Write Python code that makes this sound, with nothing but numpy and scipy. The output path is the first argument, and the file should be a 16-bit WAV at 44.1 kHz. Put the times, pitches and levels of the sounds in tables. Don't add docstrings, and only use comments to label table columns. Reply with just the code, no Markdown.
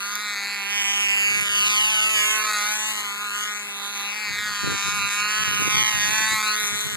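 import sys
import numpy as np
from scipy import signal
from scipy.fft import rfft, irfft, next_fast_len
from scipy.io import wavfile
from scipy.ndimage import map_coordinates

SR = 44100
rng = np.random.default_rng(int(sys.argv[2]) if len(sys.argv) > 2 else 0)


def pcm_store(signal):
    levels = np.round(np.clip(np.atleast_2d(signal), -1, 1) * 32767)
    wavfile.write(sys.argv[1], SR, levels.astype(np.int16).T)


N = 306936
TIME = np.arange(N) / SR

# time_s, firing_hz
HEARD_FIRING_RATE = [(0.0, 200.4), (0.08, 202.4), (0.13, 206), (0.23, 209.1), (0.37, 201.5), (0.43, 200),
                     (0.54, 203.3), (0.64, 198.4), (0.72, 203.5), (0.79, 204.3), (0.83, 200), (1.05, 204.4),
                     (1.08, 200.3), (1.39, 206.8), (1.47, 203.3), (1.76, 208.4), (1.8, 210.3), (1.92, 215),
                     (1.98, 212.3), (2.11, 217.5), (2.19, 209.5), (2.34, 214.9), (2.48, 212.6),
                     (2.6, 206.6), (2.71, 211.2), (2.89, 215.2), (3.1, 201.3), (3.24, 206.5), (3.31, 202.1),
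                     (3.43, 208.4), (3.55, 206.9), (3.7, 202.4), (3.78, 201.8), (3.91, 203.6), (3.99, 201),
                     (4.09, 203.4), (4.17, 211.3), (4.21, 212.0), (4.3, 203.4), (4.46, 210.6),
                     (4.54, 205.1), (4.77, 199.5), (4.96, 205.7), (5.0, 200.7), (5.12, 202.9),
                     (5.37, 213.4), (5.43, 213.8), (5.52, 206.3), (5.7, 209.7), (5.8, 213.7), (5.89, 212.7),
                     (5.99, 206.6), (6.09, 210.5), (6.16, 216.3), (6.32, 217.7), (6.42, 213.1),
                     (6.57, 210.8), (6.69, 205.9), (6.9, 210.6), (6.96, 204.7)]
# time_s, level_db
MISFIRES = [(0.351, -6), (0.466, -6), (0.836, -6), (1.08, -5), (1.159, -7), (1.404, -7), (1.487, -9),
            (1.599, -7), (1.687, -6), (2.006, -8), (2.436, -7), (2.46, -7), (2.521, -6), (2.53, -8),
            (2.931, -6), (2.942, -5), (2.959, -6), (2.969, -5), (3.028, -6), (3.156, -6), (3.238, -7),
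            (3.292, -5), (3.303, -10), (3.312, -5), (3.543, -7), (5.096, -6), (5.442, -10), (5.692, -6),
            (5.759, -7), (5.833, -9), (5.843, -11), (5.853, -5), (5.876, -5), (5.904, -9), (5.922, -6),
            (6.421, -9), (6.557, -6)]
FIRING_SPREAD_DB, FIRING_JITTER_MS = 0.65, 0.003
WEAK_SHARE, WEAK_DB = 0.03, -4
PUFF_LAG_S = 0.0005

# centre_hz, width_hz, level_db
MUFFLER_RESONANCES = [(740, 378, 1.26), (1474, 426, -2.5), (2196, 1025, 1.08), (2698, 421, 7),
                      (2900, 348, 3.5), (3827, 576, -3.5), (4444, 740, -10), (6960, 1080, -10),
                      (6910, 1600, -11), (9080, 710, -11.5), (13350, 1500, -27)]
# resonance_hz, spread_db
CRACKLE_SPREAD = [(1000, .9), (2600, .6), (4500, .5), (7000, 1.3)]
# resonance_hz, level_db
GAS_SHARE = [(1000, -16), (1500, -18), (3000, -27), (4500, -29), (6500, -20), (9400, -9), (13000, -4)]
# aspect_degrees, body_db, bark_db, ring_db, rasp_db, sizzle_db
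EXHAUST_BEAM = [(0.0, 4, 4.5, 5.5, 0.5, 7), (20.0, 2.5, 4.0, 4.5, 0, 6), (45.7, 3.5, 4, 2, 1.5, 9),
                (91, 3.0, 1, -0.5, -0.5, 4.5), (140, 2, -2.5, -6, 2.5, 6.5), (165.0, -2, -4.5, -3, 3, 8),
                (190, 0, -6, -9, -1, 0.5), (208.8, 3.5, -3.5, -5, 0.5, 4), (227.9, -2.0, -9, -17, -0.5, -1),
                (241.8, 1.5, -3, -9, 2.5, 3.5), (266, 1, 0.5, 0.5, -0.0, -1),
                (285.7, 5.0, 3.5, 3.5, 2, 3.5), (319, 4.5, 6.5, 3.5, 1.0, 6)]
BEAM_EDGES_HZ = [1800, 2850, 3400, 5500]
# body_db, bark_db, ring_db, rasp_db, sizzle_db
OFF_AXIS_DB = [-0.5, -1.5, 0.5, -9.5, 1.5]
SWELL_SHARE = 0.36
SHIMMER_DB, BOUNCE_WAVER_DB = 0.9, 1.3

# aspect_degrees, first_db, second_db, third_db, fourth_db
DRONE_ORDERS = [(0, -42.5, -42.5, -51.5, -60.5), (35, -40, -41.5, -47.5, -58), (100, -40, -42, -56.5, -77),
                (154, -43, -42, -52.5, -49), (205, -47, -48.5, -59, -74), (258, -46.5, -54.5, -69, -54.5),
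                (295, -44.5, -50, -68, -52), (326, -44, -44.5, -46.5, -65)]
# frequency_hz, level_db (per Hz)
RUSH_COLOUR = [(300, -22), (1000, -7), (2500, -11), (5200, -11), (7000, -1), (9800, 4.7), (11000, -5),
               (12000, 1), (14000, -13)]
RUSH_DB = -45.3
# time_s, level_db
BRIGHT_TICKS = [(0.154, -22), (1.01, -26), (1.41, -24), (4.879, -28), (5.06, -31), (6.6, -27)]

LINES_M, PILOT_M, LAP_S, PASS_S = 5.93, 10.135, 3.9, 2.48
# time_s, height_m
PLANE_HEIGHT = [(0.0, 1.17), (0.25, 1.024), (0.5, 0.77), (0.85, 0.67), (1.0, 0.61), (1.3, 0.72),
                (1.6, 0.86), (1.98, 1.2), (2.2, 1.11), (2.35, 1.02), (2.5, 0.78), (2.75, 0.77), (3.2, 0.94),
                (3.5, 0.78), (3.82, 0.46), (4.05, 0.59), (4.3, 0.82), (4.5, 1.255), (4.75, 1.37),
                (5.05, 1.324), (5.4, 0.94), (5.7, 0.89), (5.95, 0.866), (6.2, 0.65), (6.35, 0.49),
                (6.5, 0.37), (6.62, 0.32), (6.8, 0.41), (6.96, 0.51)]
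# time_s, turn_degrees
CAMERA_TURN = [(0.0, -1), (0.8, -7.0), (1.6, -11.5), (2.2, -2.0), (2.7, -9), (3.5, -3.0), (4.6, 0.0),
               (5.25, 19.5), (6.0, 22.5), (6.3, 5.5), (6.55, -8.5), (6.8, -7.5)]
CAMERA_M, PORTS_MS = 1.452, 0.3
SOUND_M_PER_S = 343
HAND_ECHO, HAND_MS = 0.34, 0.665

# frequency_hz, level_db (per Hz)
STREET_COLOUR = [(60, -30), (150, 5), (300, 6), (700, -2), (1500, 5), (4000, -2), (9000, -20), (14000, -10)]
SCATTER_DB = -19

# start_s, hold_s, strength_db
GUSTS = [(1.318, 0.1, -40), (1.485, 0.2, -57), (4.299, 0.031, -39.5), (4.37, 0.14, -48), (4.64, 0.096, -24),
         (4.866, 0.018, -29.5), (4.918, 0.14, -40), (5.206, 0.039, -47), (5.398, 0.039, -39),
         (5.48, 0.058, -31.5), (5.603, 0.024, -25), (5.654, 0.032, -26), (5.718, 0.11, -30),
         (5.949, 0.029, -35), (6.024, .12, -35), (6.194, 0.086, -42), (6.322, 0.021, -35),
         (6.633, 0.01, -49), (6.733, 0.016, -37), (6.843, 0.025, -39), (6.928, 0.023, -34)]
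GUST_RISE_DB_PER_S, GUST_FALL_DB_PER_S = 800, 520
BREEZE_DB, BREEZE_SPREAD_DB = -87, 3.5
LUMPY_DB = 6
# time_s, level_db
EDDY_SLAPS = [(4.643, -33), (4.673, -24), (4.699, -33), (4.72, -31), (4.866, -42), (5.62, -29),
              (5.658, -34), (5.676, -24), (6.204, -34), (6.33, -32)]

# frequency_hz, gain_db
MICROPHONE_COLOUR = [(200.0, -4), (600.0, -4.57), (900.0, -0.5), (1400.0, -1.58), (2200.0, 0.4),
                     (3000.0, -7.5), (4200.0, 2.5), (5300.0, -2.2), (6300.0, 6), (8000.0, -1.35),
                     (10000.0, -1.5), (11000.0, 1.9), (12000.0, 7), (14000.0, -3)]
# frequency_hz, gain_db
WIDTH_COLOUR = [(300.0, -2.2), (700.0, 0.5), (2000.0, 1), (2500.0, -0.2), (2950.0, 8), (3600.0, 0.5),
                (6300.0, 1.5), (9000.0, -2.5), (12000.0, -2.7)]
CROSSFEED, CROSSFEED_MS, CUTOFF_HZ = 0.946, 0.34, 14050


def from_db(db):
    return 10 ** (np.asarray(db) / 20)


def rms_one(x):
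    return x / np.sqrt(np.mean(x ** 2) + 1e-20)


def in_time(rows):
    s, *columns = np.transpose(rows)
    return [np.interp(TIME, s, column) for column in columns]


def cut(x, hz, kind, order=2):
    return signal.sosfilt(signal.butter(order, hz, kind, fs=SR, output="sos"), x)


def coloured(x, spectrum):
    size = next_fast_len(N + SR // 10)
    hz, db = np.transpose(spectrum)
    bins_hz = np.maximum(np.fft.rfftfreq(size, 1 / SR), 1)
    gain = from_db(np.interp(np.log(bins_hz), np.log(hz), db))
    return irfft(rfft(x, size) * gain, size)[..., :N]


def drift(rate_hz):
    return rms_one(cut(rng.standard_normal(N + SR), rate_hz, "low")[SR:])


def fade(x, decay_s):
    return signal.lfilter([1], [1, -np.exp(-1 / (decay_s * SR))], x + 1e-18)


def resonate(x, hz, width_hz):
    r = np.exp(-np.pi * width_hz / SR)
    feed = np.array([1, 0, -1]) * (1 - r * r) / 2
    feedback = [1, -2 * r * np.cos(2 * np.pi * hz / SR), r * r]
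    return signal.lfilter(feed, feedback, x + 1e-18)


def delayed(x, ms):
    return map_coordinates(x, [np.arange(N) - ms * SR / 1000], order=3, mode="nearest")


def flight():
    angle = 2 * np.pi * (TIME - PASS_S) / LAP_S
    left_m = -LINES_M * np.sin(angle)
    ahead_m = PILOT_M - LINES_M * np.cos(angle)
    bearing = np.arctan2(left_m, ahead_m)
    turn_degrees, = in_time(CAMERA_TURN)
    aspect_degrees = np.degrees(angle - bearing + np.pi / 2)
    return np.hypot(left_m, ahead_m), aspect_degrees, bearing - np.radians(turn_degrees)


def travel():
    ms = 1000 * flight()[0] / SOUND_M_PER_S
    return ms - np.linspace(ms[0], ms[-1], N)


def beam():
    distance_m, aspect_degrees, off_axis = flight()
    near_db = SWELL_SHARE * 20 * np.log10(PILOT_M / distance_m)
    degrees, *patterns = np.transpose(EXHAUST_BEAM)
    levels = []
    for pattern_db, beside_db in zip(patterns, OFF_AXIS_DB):
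        lobe_db = np.interp(aspect_degrees, degrees, pattern_db, period=360)
        levels.append(lobe_db + near_db + beside_db * np.sin(off_axis) ** 2)
    return levels


def firings(turns):
    when_s = np.interp(np.arange(1, int(turns[-1])), turns, TIME)
    chance = rng.standard_normal((len(when_s), 2))
    weak = rng.random(len(when_s)) < WEAK_SHARE
    level_db = FIRING_SPREAD_DB * chance[:, 0] + WEAK_DB * weak
    for s, db in MISFIRES:
        level_db[np.abs(when_s - s).argmin()] = db
    strength = from_db(level_db)
    at = np.clip((when_s + FIRING_JITTER_MS * chance[:, 1] / 1000) * SR, 0, N - 2)
    pulses, whole = np.zeros(N), at.astype(int)
    pulses[whole] = strength * (1 - at % 1)
    pulses[whole + 1] = strength * (at % 1)
    return rms_one(pulses)


def gas_noise(pulses, puff_s, steady):
    puff = fade(np.roll(pulses, round(PUFF_LAG_S * SR)), puff_s)
    return rms_one((rms_one(puff) + steady) * rng.standard_normal(N))


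def exhaust(pulses):
    travel_ms, lobes_db = travel(), beam()
    fired = delayed(pulses, -delayed(travel_ms, -travel_ms))
    gas = gas_noise(fired, puff_s=0.0016, steady=0.7)
    out = np.zeros(N)
    for k, (hz, width_hz, level_db) in enumerate(MUFFLER_RESONANCES):
        beam_db = lobes_db[np.searchsorted(BEAM_EDGES_HZ, hz)] + SHIMMER_DB * drift(5)
        crackle = from_db(np.interp(hz, *np.transpose(CRACKLE_SPREAD)) * drift(90))
        gas_gain = from_db(np.interp(hz, *np.transpose(GAS_SHARE)))
        ring = resonate(crackle * fired + gas_gain * gas, hz, width_hz)
        out += (-1) ** k * from_db(level_db + beam_db) * ring
    return from_db(-21) * delayed(cut(out, 1204, "high", order=4), travel_ms)


def drone(turns):
    aspect_degrees = flight()[1]
    degrees, *orders = np.transpose(DRONE_ORDERS)
    out = np.zeros(N)
    for order, db in enumerate(orders, start=1):
        lobe = from_db(np.interp(aspect_degrees, degrees, db, period=360))
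        out += lobe * np.sin(2 * np.pi * order * turns)
    return out


def bounce_lag():
    height_m, = in_time(PLANE_HEIGHT)
    return 1000 * 2 * height_m * CAMERA_M / flight()[0] / SOUND_M_PER_S


def pavement(x, bounce, dull_db):
    strength = np.minimum(bounce * from_db(BOUNCE_WAVER_DB * drift(7)), 0.9)
    dull = coloured(x, [(4000, 0), (14000, dull_db)])
    return x + strength * delayed(dull, bounce_lag())


def at_ports(x):
    left_lead_ms = PORTS_MS * np.sin(flight()[2])
    left, right = delayed(x, -left_lead_ms / 2), delayed(x, left_lead_ms / 2)
    return np.array([left, right + HAND_ECHO * delayed(right, HAND_MS)])


def propeller(pulses):
    _, bark_db, *_, sizzle_db = beam()
    ports = []
    for _ in range(2):
        turbulence = gas_noise(pulses, puff_s=0.0025, steady=1.8)
        ports.append(pavement(turbulence, bounce=0.35, dull_db=-4))
    rush_db = RUSH_DB + 0.35 * bark_db + 0.7 * sizzle_db + 1.3 * drift(10)
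    return from_db(rush_db) * rms_one(coloured(np.array(ports), RUSH_COLOUR))


def houses(x, t60, first_s, dull_hz):
    t = np.arange(SR) / SR
    envelope = from_db(-60 * t / t60) * np.clip(t / first_s - 1, 0, 1)
    tails = rng.standard_normal((2, SR)) * envelope
    apart = cut(tails[1], 5600, "high", order=1)
    ports = cut(np.array([tails[0] + apart, tails[0] - apart]), dull_hz, "low", order=1)
    ports /= np.sqrt(np.sum(ports ** 2) / 2)
    led_in = np.pad(x, (SR, 0), "reflect")
    return signal.fftconvolve(led_in[None], ports, axes=1)[:, SR:SR + N]


def street():
    air = rng.standard_normal((3, N))
    ports = coloured(air[2] + from_db(-4.5) * air[:2], STREET_COLOUR)
    bed = from_db(-42.5) * rms_one(cut(ports, 128, "high", order=6))
    return bed * from_db(1.5 * drift(5))


def ticks(decay_s=0.0028):
    bursts = np.zeros(N)
    for s, db in BRIGHT_TICKS:
        bursts[round(s * SR)] = from_db(db)
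    return cut(fade(bursts, decay_s) * rng.standard_normal(N), 2600, "high")


def gusts():
    strength_db = BREEZE_DB + BREEZE_SPREAD_DB * drift(11)
    for s, hold_s, db in GUSTS:
        rise_db = GUST_RISE_DB_PER_S * (s - TIME)
        fall_db = GUST_FALL_DB_PER_S * (TIME - s - hold_s)
        below_db = np.maximum(np.maximum(rise_db, fall_db), 0)
        strength_db = np.maximum(strength_db, db - below_db)
    return strength_db


def wind(rumble_growth=0.5, flutter_growth=1.03):
    over_db = gusts() + 21
    ports = []
    for white in rng.standard_normal((2, 2, N)):
        rumble = rms_one(cut(white[0], [65, 200], "band", order=3))
        flutter = rms_one(cut(white[1], [200, 440], "band", order=3))
        rumble = from_db(-27 + rumble_growth * over_db) * rumble
        flutter = from_db(-30 + flutter_growth * over_db) * flutter
        lumps = from_db(LUMPY_DB * np.minimum(drift(48), 1))
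        ports.append((rumble + flutter) * lumps)
    return np.array(ports)


def thumps(hz=300, width_hz=230, gain_db=12):
    hits = np.zeros((2, N))
    slap = resonate(cut(signal.unit_impulse(SR // 20), 480, "low", order=4), hz, width_hz)
    slap /= np.abs(slap).max()
    for (s, db), port in zip(EDDY_SLAPS, rng.integers(0, 2, len(EDDY_SLAPS))):
        hits[port, round(s * SR)] = from_db(db + gain_db)
    return signal.fftconvolve(hits, slap[None], axes=1)[:, :N]


def scene():
    firing_hz, = in_time(HEARD_FIRING_RATE)
    turns = np.cumsum(firing_hz * (1 + 0.0012 * drift(12))) / SR
    pulses = firings(turns)
    buzz = exhaust(pulses) + ticks()
    arriving = pavement(buzz, bounce=0.62, dull_db=-11)
    arriving = arriving + pavement(drone(turns), bounce=0.66, dull_db=-12)
    plane = at_ports(arriving) + propeller(pulses)
    scattered = from_db(SCATTER_DB) * houses(buzz, t60=0.36, first_s=0.0066, dull_hz=5540)
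    return plane + scattered + street() + wind() + thumps()


def record(dry):
    late_other = np.array([delayed(port, CROSSFEED_MS) for port in dry[::-1]])
    left, right = dry - CROSSFEED * late_other
    mid, side = (left + right) / 2, coloured((left - right) / 2, WIDTH_COLOUR)
    toned = coloured(cut(np.array([mid + side, mid - side]), 62, "high"), MICROPHONE_COLOUR)
    top_cut = signal.firwin(601, CUTOFF_HZ, fs=SR, window="blackman")
    return signal.fftconvolve(toned, top_cut[None], "same", axes=1)


dry = scene()
out = record(dry)
pcm_store(out)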